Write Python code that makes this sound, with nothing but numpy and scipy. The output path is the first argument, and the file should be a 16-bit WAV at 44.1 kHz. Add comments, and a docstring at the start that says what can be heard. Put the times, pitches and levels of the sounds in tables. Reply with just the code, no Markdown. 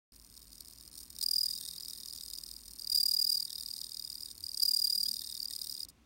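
"""In a quiet room, right under a microphone, a male bell cricket sings on a piece of bark.
His raised wings scissor about 39 times a second. Light strokes only rasp: bursts of noise ring the wings.
When the scraper catches the file, the wing rings near 4.8 kHz: short, nearly pure tones with a bright rasp.
Three bouts each swell into a loud bell-like trill and sink to a soft chirr.
Behind him are a low murmur, a wavering hum, a few soft bumps and faint hiss."""
import sys
import numpy as np
from scipy import signal
from scipy.fft import rfft, irfft, next_fast_len
from scipy.io import wavfile
from scipy.ndimage import uniform_filter1d

SR = 44100
rng = np.random.default_rng(int(sys.argv[2]) if len(sys.argv) > 2 else 0)


def generate_wav(sig):
    """Save sig (samples, or channels by samples) to the path in sys.argv[1] as 16-bit PCM at SR."""
    pcm = np.round(np.clip(np.atleast_2d(sig).T, -1, 1) * 32767).astype(np.int16)
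    wavfile.write(sys.argv[1], SR, pcm)


N = 266981
TIME = np.arange(N) / SR  # seconds
FREQS = np.fft.rfftfreq(next_fast_len(N), 1 / SR)  # Hz


def undb(db):
    """Turn decibels into gain."""
    return 10 ** (np.asarray(db) / 20)


def unit(x):
    """Scale to rms 1."""
    return x / np.sqrt(np.mean(x ** 2))


def walk(rate):
    """Smooth random wandering with spread 1, drawing a new value rate times a second."""
    size = max(int(SR / rate), 2)
    held = np.repeat(rng.standard_normal(N // size + 1), size)
    smooth = uniform_filter1d(uniform_filter1d(held, size), size)
    return unit(smooth[:N])


def chance(count, columns):
    """Bounded chance with spread 1: several values for each of count strokes."""
    return np.sqrt(3) * rng.uniform(-1, 1, (count, columns)).T


def filtered(x, gain):
    """Filter by a gain given at FREQS."""
    size = next_fast_len(N)
    return irfft(rfft(x, size) * gain, size)[:N]


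def band(x, hz, width):
    """Keep a soft band around hz, scaled to rms 1."""
    return unit(filtered(x, 1 / (1 + (2 * (FREQS - hz) / width) ** 2) ** 2))


def swells(times, dbs, lengths, edge):
    """Loudness curve of short events, each centred on its time, with flanks edge seconds soft."""
    out = np.zeros(N)
    for s, db, length in zip(times, dbs, lengths):
        reach = length + 10 * edge
        near = slice(*np.searchsorted(TIME, [s - reach, s + reach]))
        out[near] += undb(db) * (1 + np.tanh((length / 2 - abs(TIME[near] - s)) / edge)) / 2
    return out


# colour of the room's murmur, fading into hiss: (frequency_hz, relative_level_db per Hz)
MURMUR = [(15, -44.5), (25, -14.5), (38, -7), (54, -3), (139, -13), (228, -11.5), (307, -14), (493, -24.5),
          (856, -28.5), (1020, -24.5), (1500, -29.5), (2800, -29.5), (6000, -34.5), (15000, -45.5)]
# how strong the hum is, before it wavers: (time_s, level_db)
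HUM_LEVEL = [(0, -64), (1.0, -66), (1.7, -72.5), (2.5, -61), (2.9, -61.5), (3.2, -83), (4.5, -81.5),
             (6.0, -92)]
# faint low bumps: (centre_s, level_db, length_s, pitch_hz)
LOW_BUMPS = [(1.516, -66, 0.084, 174.5), (1.724, -64.5, 0.074, 165.2), (4.42, -59.5, 0.072, 86.5),
             (5.007, -65, 0.091, 194.8), (5.108, -61, 0.088, 225)]


def room():
    """Noise shaped into murmur and hiss, plus slightly unsteady low sines for the hum and bumps."""
    murmur_db, hum_hz, waver_db = -65, 51.3, 2
    hz, db = np.transpose(MURMUR)
    colour = undb(np.interp(np.log(FREQS + 1), np.log(hz), db))
    air = unit(filtered(rng.standard_normal(N), colour)) * undb(murmur_db + .5 * walk(3.36))

    hum_db = np.interp(TIME, *np.transpose(HUM_LEVEL)) + waver_db * walk(8)
    hum = undb(hum_db) * np.sin(2 * np.pi * hum_hz * TIME + .6 * walk(15))

    bumps = np.zeros(N)
    for s, level, length, pitch in LOW_BUMPS:
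        tone = np.sin(2 * np.pi * pitch * TIME + .5 * walk(34))
        bumps += swells([s], [level], [length], 0.01) * tone
    return air + hum + bumps


def enclosure(x, wet_db=-28, t60=0.074):
    """Close walls and soil give a faint, short ring: noise that dies by 60 dB in t60 seconds."""
    t = TIME[:SR // 4]
    tail = rng.standard_normal(len(t)) * np.exp(-np.log(1000) * t / t60) * (t > .002)
    return x + undb(wet_db) * signal.fftconvolve(x, tail / np.linalg.norm(tail))[:N]


# the nearly steady wing beat, before small timing slips: (closing_s, stroke_number)
WING_BEAT = [(0.1219, 0), (0.9389, 32), (1.7619, 65), (1.784, 66), (2.3866, 90), (2.8472, 108),
             (3.1695, 120), (3.9977, 152), (4.2608, 162), (4.5184, 172), (4.7424, 180), (4.9035, 186),
             (5.2736, 200), (5.4032, 205), (5.8325, 221)]
# bouts of song, each a swell into the trill and then a long soft chirr; levels and pitch are starting points:
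# (engage_s, trill_full_s, trill_fade_s, let_go_s, trill_db, chirr_db, scrape_db, chirp_lengthening_s, pitch_hz)
SONG_BOUTS = [(1.2, 1.252, 1.454, 2.575, -23, -38.5, -40.5, 0.171, 4850),
              (2.78, 2.923, 3.34, 4.325, -22.5, -34.5, -40.5, 0.066, 4838),
              (4.43, 4.611, 5.04, 5.85, -23, -32.5, -39, 0.054, 4824)]
# light rubbing outside the bouts, joined by straight lines: (time_s, closing_scrape_db, return_scrape_db)
LIGHT_RUBBING = [(.12, -53, -54.5), (.8, -51.5, -54), (1.0, -50, -46), (1.12, -56.5, -50),
                 (1.165, -42, -53), (1.19, -41, -54), (2.6, -53, -47.5), (4.4, -57, -48)]
ATTACK_S, RELEASE_S, SAG_DB = 0.0786, 0.1333, 3  # the trill swells, sags while it is held, and sinks back
SHORT_CHIRP_S, LONG_CHIRP_S = 0.0038, .0118  # typical, in the chirr and in the full trill
TRILL_SCRAPE_DB, RETURN_DB, TRILL_RETURN_DB = 9.5, -3.5, -2.5  # added to the chirr's scrape level
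TIRE_DB_PER_S, BUILD_DB_PER_S = 3.5, 36  # scraping weakens through the chirr, and builds up before a trill
CHIRP_TIRE_DB_PER_S = 1.8  # the soft chirps weaken more slowly
SETTLE_S = .5  # after a trill the strokes smear and sound hollow, less and less over about this long


def song():
    """What the cricket does on each wing stroke: when it closes, how hard it rubs, how well it grips."""
    beat_s, number = np.transpose(WING_BEAT)
    s = np.interp(np.arange(number[-1] + 1), number, beat_s)
    bouts = np.array(SONG_BOUTS)
    bout = np.maximum(np.searchsorted(bouts[:, 0], s) - 1, 0)
    engages, full, fades, lets_go, trill_db, chirr_db, scrape_db, lengthen_s, hz = bouts[bout].T
    engaged = (s > engages) & (s < lets_go)

    rising, falling = 1 + (s - full) / ATTACK_S, 1 - (s - fades) / RELEASE_S
    trill = np.clip(np.minimum(rising, falling), 0, 1)  # 0 chirr, 1 full trill
    sag = SAG_DB * np.clip((s - full) / (fades - full), 0, 1)
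    chirr_s = np.maximum(s - fades, 0)
    scrape_db = scrape_db - TIRE_DB_PER_S * chirr_s - BUILD_DB_PER_S * np.maximum(full - s, 0)
    unsettled = engaged * (s > fades) * (1 - trill) * np.exp(-chirr_s / SETTLE_S)
    opening = np.clip((s - full + ATTACK_S / 2) / (lengthen_s + ATTACK_S / 2), 0, 1)  # chirps lengthen

    grip, late = chance(count=len(s), columns=2)
    slop_s, same_stroke_s, worst_grip = .0004, .012, -1.7
    juddering = abs(s[:, None] - np.array(PLAIN_JUDDERS)[:, 0]).min(axis=1) < same_stroke_s
    grip = np.where(s < full, abs(grip) / 2, grip)  # fresh strokes before a trill grip well
    grip = np.where(juddering, worst_grip, grip)  # but juddering ones never do

    light_s, light_closing, light_return = np.transpose(LIGHT_RUBBING)
    firm_closing = scrape_db + trill * (TRILL_SCRAPE_DB - sag)
    firm_return = scrape_db + RETURN_DB + trill * TRILL_RETURN_DB
    return dict(s=s + slop_s * late, engaged=engaged, trill=trill, chirr_s=chirr_s, unsettled=unsettled,
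                grip=grip, juddering=juddering, hz=hz,
                chirp_db=chirr_db + trill * (trill_db - sag - chirr_db) - CHIRP_TIRE_DB_PER_S * chirr_s,
                chirp_s=SHORT_CHIRP_S + trill * opening * (LONG_CHIRP_S - SHORT_CHIRP_S),
                closing_db=np.where(engaged, firm_closing, np.interp(s, light_s, light_closing)),
                return_db=np.where(engaged, firm_return, np.interp(s, light_s, light_return)))


# frequencies at which the wings ring: (frequency_hz, width_hz, relative_level_db)
WING_RESONANCES = [(3780, 260, 4), (4280, 390, 7), (4920, 530, 11.5), (5430, 1030, 7.5), (6510, 230, -1),
                   (7030, 550, 4.5), (8350, 610, 8), (8790, 540, 7.5), (9180, 350, 7), (9700, 240, -1),
                   (10490, 1340, 0), (11770, 1100, 2), (13270, 530, 2), (14590, 1160, 3.5),
                   (15630, 620, 3.5)]
# narrow dips between the wing resonances: (frequency_hz, depth_db)
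WING_DIPS = [(4000, -9), (6270, -5), (7350, -9), (9960, -5), (11140, -6), (12410, -5), (13670, -5)]


def wings(x, dip_width_hz=70):
    """Ring a force through the wing resonances; so small a plate radiates little bass."""
    between_db, low_hz = -17, 3500
    power = (undb(between_db) * (FREQS + low_hz / 20) / (FREQS + low_hz)) ** 2
    for hz, width, db in WING_RESONANCES:
        power = power + (undb(db) / (1 + (2 * (FREQS - hz) / width) ** 2)) ** 2
    dips = undb(sum(db / (1 + ((FREQS - hz) / dip_width_hz) ** 2) for hz, db in WING_DIPS))
    size = next_fast_len(N)
    cepstrum = irfft(np.log(unit(np.sqrt(power) * dips)), size)
    cepstrum[1:size // 2] *= 2  # causal: the ring follows the blow
    cepstrum[size // 2:] = 0
    return filtered(x, np.exp(rfft(cepstrum)))


def teeth(grain_db):
    """Uneven impacts of the scraper on the file: noise of changing strength, with its peaks held down."""
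    return unit(rng.standard_normal(N) * undb(grain_db * np.minimum(walk(1500), 1.3)))


def sliding(contact, slide_db=-7, slide_s=0.0022):
    """The wings slide on for a moment after each contact, so the scrape dies away softly."""
    keep = np.exp(-1 / (slide_s * SR))
    return np.maximum(contact, undb(slide_db) * signal.lfilter([1 - keep], [1, -keep], contact))


# loose touches of the wings, off the beat, before the wings ring: (centre_s, level_db, length_s)
LOOSE_TOUCHES = [(0.607, -45.5, 0.0031), (0.711, -42, 0.0022), (.9155, -42.5, 0.0012), (0.977, -49, 0.0012),
                 (.99, -37.5, 0.0015), (1.014, -40.5, .0014), (1.23, -36.5, 0.0076), (5.888, -45, 0.0063),
                 (5.899, -49.5, .007)]
# moments when the wings lose contact and the rubbing drops out: (centre_s, length_s)
CONTACT_SLIPS = [(0.907, 0.013), (1.788, 0.014), (5.465, .014)]


def rubbing(strokes):
    """Every beat: a closing scrape, a thin swish as the wings part, and a scrape as they swing back."""
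    edge, slop_s, scatter_db, light_scatter_db = .0005, .0007, 1.6, 2.5
    s, returning, unsettled = strokes["s"], strokes["return_db"], strokes["unsettled"]
    count = len(s)
    size, stretched, late, back_size, back_stretched, swish_late, swish_size = chance(count, columns=7)

    close_db, hardest_db, firm_db, close_s, stretch = -0.5, -32, -40, .0052, .3
    closing = strokes["closing_db"] + size * np.where(strokes["engaged"], scatter_db, light_scatter_db)
    below_firm_db = np.minimum(closing - firm_db, 0)
    # a light stroke is only a tick
    contact_s = close_s * undb(stretch * below_firm_db + scatter_db * stretched)
    close = swells(s, np.minimum(closing + close_db, hardest_db), contact_s, edge)

    back_db, back_s, back_lag_s = -1, 0.0047, 0.016
    back = swells(s + back_lag_s + slop_s * late, returning + back_db + scatter_db * back_size,
                  back_s * undb(scatter_db * back_stretched), edge)

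    swish_db, swish_lag_s, swish_s = -4.5, 0.0097, 0.0026
    swish = swells(s + swish_lag_s + slop_s * swish_late, returning + swish_db + swish_size,
                   np.full(count, swish_s), edge)
    swish = swish * band(teeth(1), hz=11200, width=8000)

    # the wings keep dragging lightly until they close again
    drag_db, drag_s, smear_db, smear_s = -12.5, 0.011, 6, 0.0073
    drag = swells(s - drag_s / 2, returning + drag_db + smear_db * unsettled,
                  np.full(count, drag_s), 2 * edge)
    loose = swells(*np.transpose(LOOSE_TOUCHES), edge)

    # firm strokes that grip badly lean on the lowest resonance and sound hollower
    lean_db = -10
    hollow_db = np.minimum(closing, firm_db) + below_firm_db + lean_db - scatter_db * strokes["grip"]
    lean = swells(s, hollow_db, contact_s + smear_s * unsettled, edge)
    lean = lean * band(teeth(0.9), WING_RESONANCES[0][0], width=720)

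    slip_at, slip_s = np.transpose(CONTACT_SLIPS)
    touching = 1 - swells(slip_at, np.zeros(len(CONTACT_SLIPS)), slip_s, edge)
    scrape = (sliding(close + back + loose) + drag) * teeth(grain_db=6.5)
    return touching * (scrape + lean + swish)


# strokes where the scraper judders plainly: (centre_s, level_db before the harmonic gains, skip_rate_hz on average)
PLAIN_JUDDERS = [(1.612, -50, 1840), (1.658, -46.5, 1836), (3.004, -47, 1860), (3.505, -47.5, 1797),
                 (3.635, -50, 1851), (4.6, -51, 1745), (4.871, -52, 1721), (5.062, -43.5, 1704),
                 (5.22, -43.5, 1855), (5.51, -43, 1853)]


def judder(strokes, skip_hz=1840, faint_db=-49, fade_db_per_s=11, length=0.013):
    """The scraper skips where it grips badly: a buzz whose second harmonic is near the lowest resonance."""
    first_db, second_db, poor_grip, wander = -20.0, -7.0, 0, .045
    plain_s, plain_db, plain_hz = np.transpose(PLAIN_JUDDERS)
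    # faint skips join the plain ones, strongest just after a trill
    skips = strokes["engaged"] & (strokes["chirr_s"] > 0) & (strokes["grip"] < poor_grip)
    skips = skips & ~strokes["juddering"]
    s = np.r_[plain_s, strokes["s"][skips]]
    db = np.r_[plain_db, faint_db - fade_db_per_s * strokes["chirr_s"][skips]]
    hz = np.r_[plain_hz, np.full(skips.sum(), skip_hz)]
    order = np.argsort(s)
    rate = np.interp(TIME, s[order], hz[order]) * (1 + wander * walk(300))
    phase = 2 * np.pi * np.cumsum(rate) / SR
    buzz = undb(second_db) * np.sin(2 * phase) + undb(first_db) * np.sin(phase)
    return swells(s, db, np.full(len(s), length), length / 6) * buzz


# the scraper catches a second time as a trill breaks out: (second_catch_s, level_db)
SECOND_CATCHES = [(2.9319, -25.5), (2.9606, -18), (4.6344, -16.5)]


def chirps(strokes):
    """One chirp per engaged stroke, even in the trill, hit or miss in the chirr: (s, dB, length s, Hz)."""
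    trill_scatter_db, chirr_scatter_db, length_scatter_db = .8, 3.0, 1.4
    trill_scatter_hz, chirr_scatter_hz = 18, 45
    double_gap_s, cut_short_s = .0105, .007
    loose = 1 - strokes["trill"]
    stretched, sharp = chance(count=len(loose), columns=2)
    scatter_db = trill_scatter_db + loose ** 2 * (chirr_scatter_db - trill_scatter_db)
    db = strokes["chirp_db"] + strokes["grip"] * scatter_db
    length = strokes["chirp_s"] * undb(length_scatter_db * stretched)
    hz = strokes["hz"] + sharp * (trill_scatter_hz + loose * (chirr_scatter_hz - trill_scatter_hz))
    rows = np.transpose([strokes["s"], db, length, hz])[strokes["engaged"]]
    for s, level in SECOND_CATCHES:  # the first catch is cut short, the second is brief
        first = abs(rows[:, 0] - (s - double_gap_s)).argmin()
        rows[first, 0], rows[first, 2] = s - double_gap_s, cut_short_s
        rows = np.vstack([rows, (s, level, SHORT_CHIRP_S, rows[first, -1])])
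    return rows[np.argsort(rows[:, 0])]


def bell(rows):
    """Tooth strikes lock to the main wing resonance: nearly pure chirps, sharp at both ends, plus a rasp."""
    edge, wander, glide_hz, ends_hz = .001, .004, 30, 110
    s, db, length, hz = rows.T
    envelope = swells(s, db, length, edge)
    nearest = np.searchsorted((s[1:] + s[:-1]) / 2, TIME)
    # -1 as the scraper catches, 1 as it lets go
    progress = np.clip(2 * (TIME - s[nearest]) / length[nearest], -1, 1)
    pitch = hz[nearest] + glide_hz * progress / 2 + ends_hz * (progress ** 2) ** 2
    pitch = pitch * (1 + wander * walk(300))
    fresh_start = rng.random(len(s))[nearest]  # every chirp starts afresh in its cycle
    phase = 2 * np.pi * (np.cumsum(pitch) / SR + fresh_start)

    second_db, third_db, shimmer_db, flutter_db, blur, full_db = -19.5, -14, 2, .7, .2, -24
    overtones = np.zeros(N)
    for k, gain in [(2, second_db), (3, third_db)]:
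        overtones += undb(gain + shimmer_db * walk(190)) * np.sin(k * phase + blur * walk(1000))
    drive = np.minimum(envelope / undb(full_db), 1)  # softer strokes have weaker overtones
    tone = envelope * undb(flutter_db * walk(300)) * (np.sin(phase) + drive * overtones)

    rasp_hz, dull_db, rasp_db, slip_db, loose_ends = 6200, -8, -15, 2, 0.96
    bright = undb(dull_db) + FREQS ** 6 / (FREQS ** 6 + rasp_hz ** 6)
    # the lock is loosest at both ends
    slipping = undb(rasp_db + slip_db * walk(200)) * (1 + loose_ends * progress ** 2)
    rasp = envelope * slipping * unit(filtered(teeth(grain_db=6.0), bright))
    return tone, rasp, envelope


def scene(lock_db=-25):
    """The cricket in his enclosure, over the room."""
    strokes = song()
    tone, rasp, ringing = bell(chirps(strokes))
    # a strongly ringing wing steadies the scraper, so it scrapes less
    free = 1 / (1 + (ringing / undb(lock_db)) ** 2)
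    cricket = tone + wings(free * rubbing(strokes) + rasp) + judder(strokes)
    return (enclosure(cricket) + room())[None]


def record(dry, start_s=.12, bass_hz=36, top_hz=15900):
    """The microphone opens after a moment, and cuts the deep bass and the top."""
    opened = np.clip((TIME - start_s) * 500, 0, 1)  # a 2 ms fade-in
    thinned = signal.sosfilt(signal.butter(4, bass_hz, "high", fs=SR, output="sos"), dry)
    return signal.sosfilt(signal.ellip(10, .2, 70, top_hz, fs=SR, output="sos"), thinned * opened)


dry = scene()
out = record(dry)
generate_wav(out)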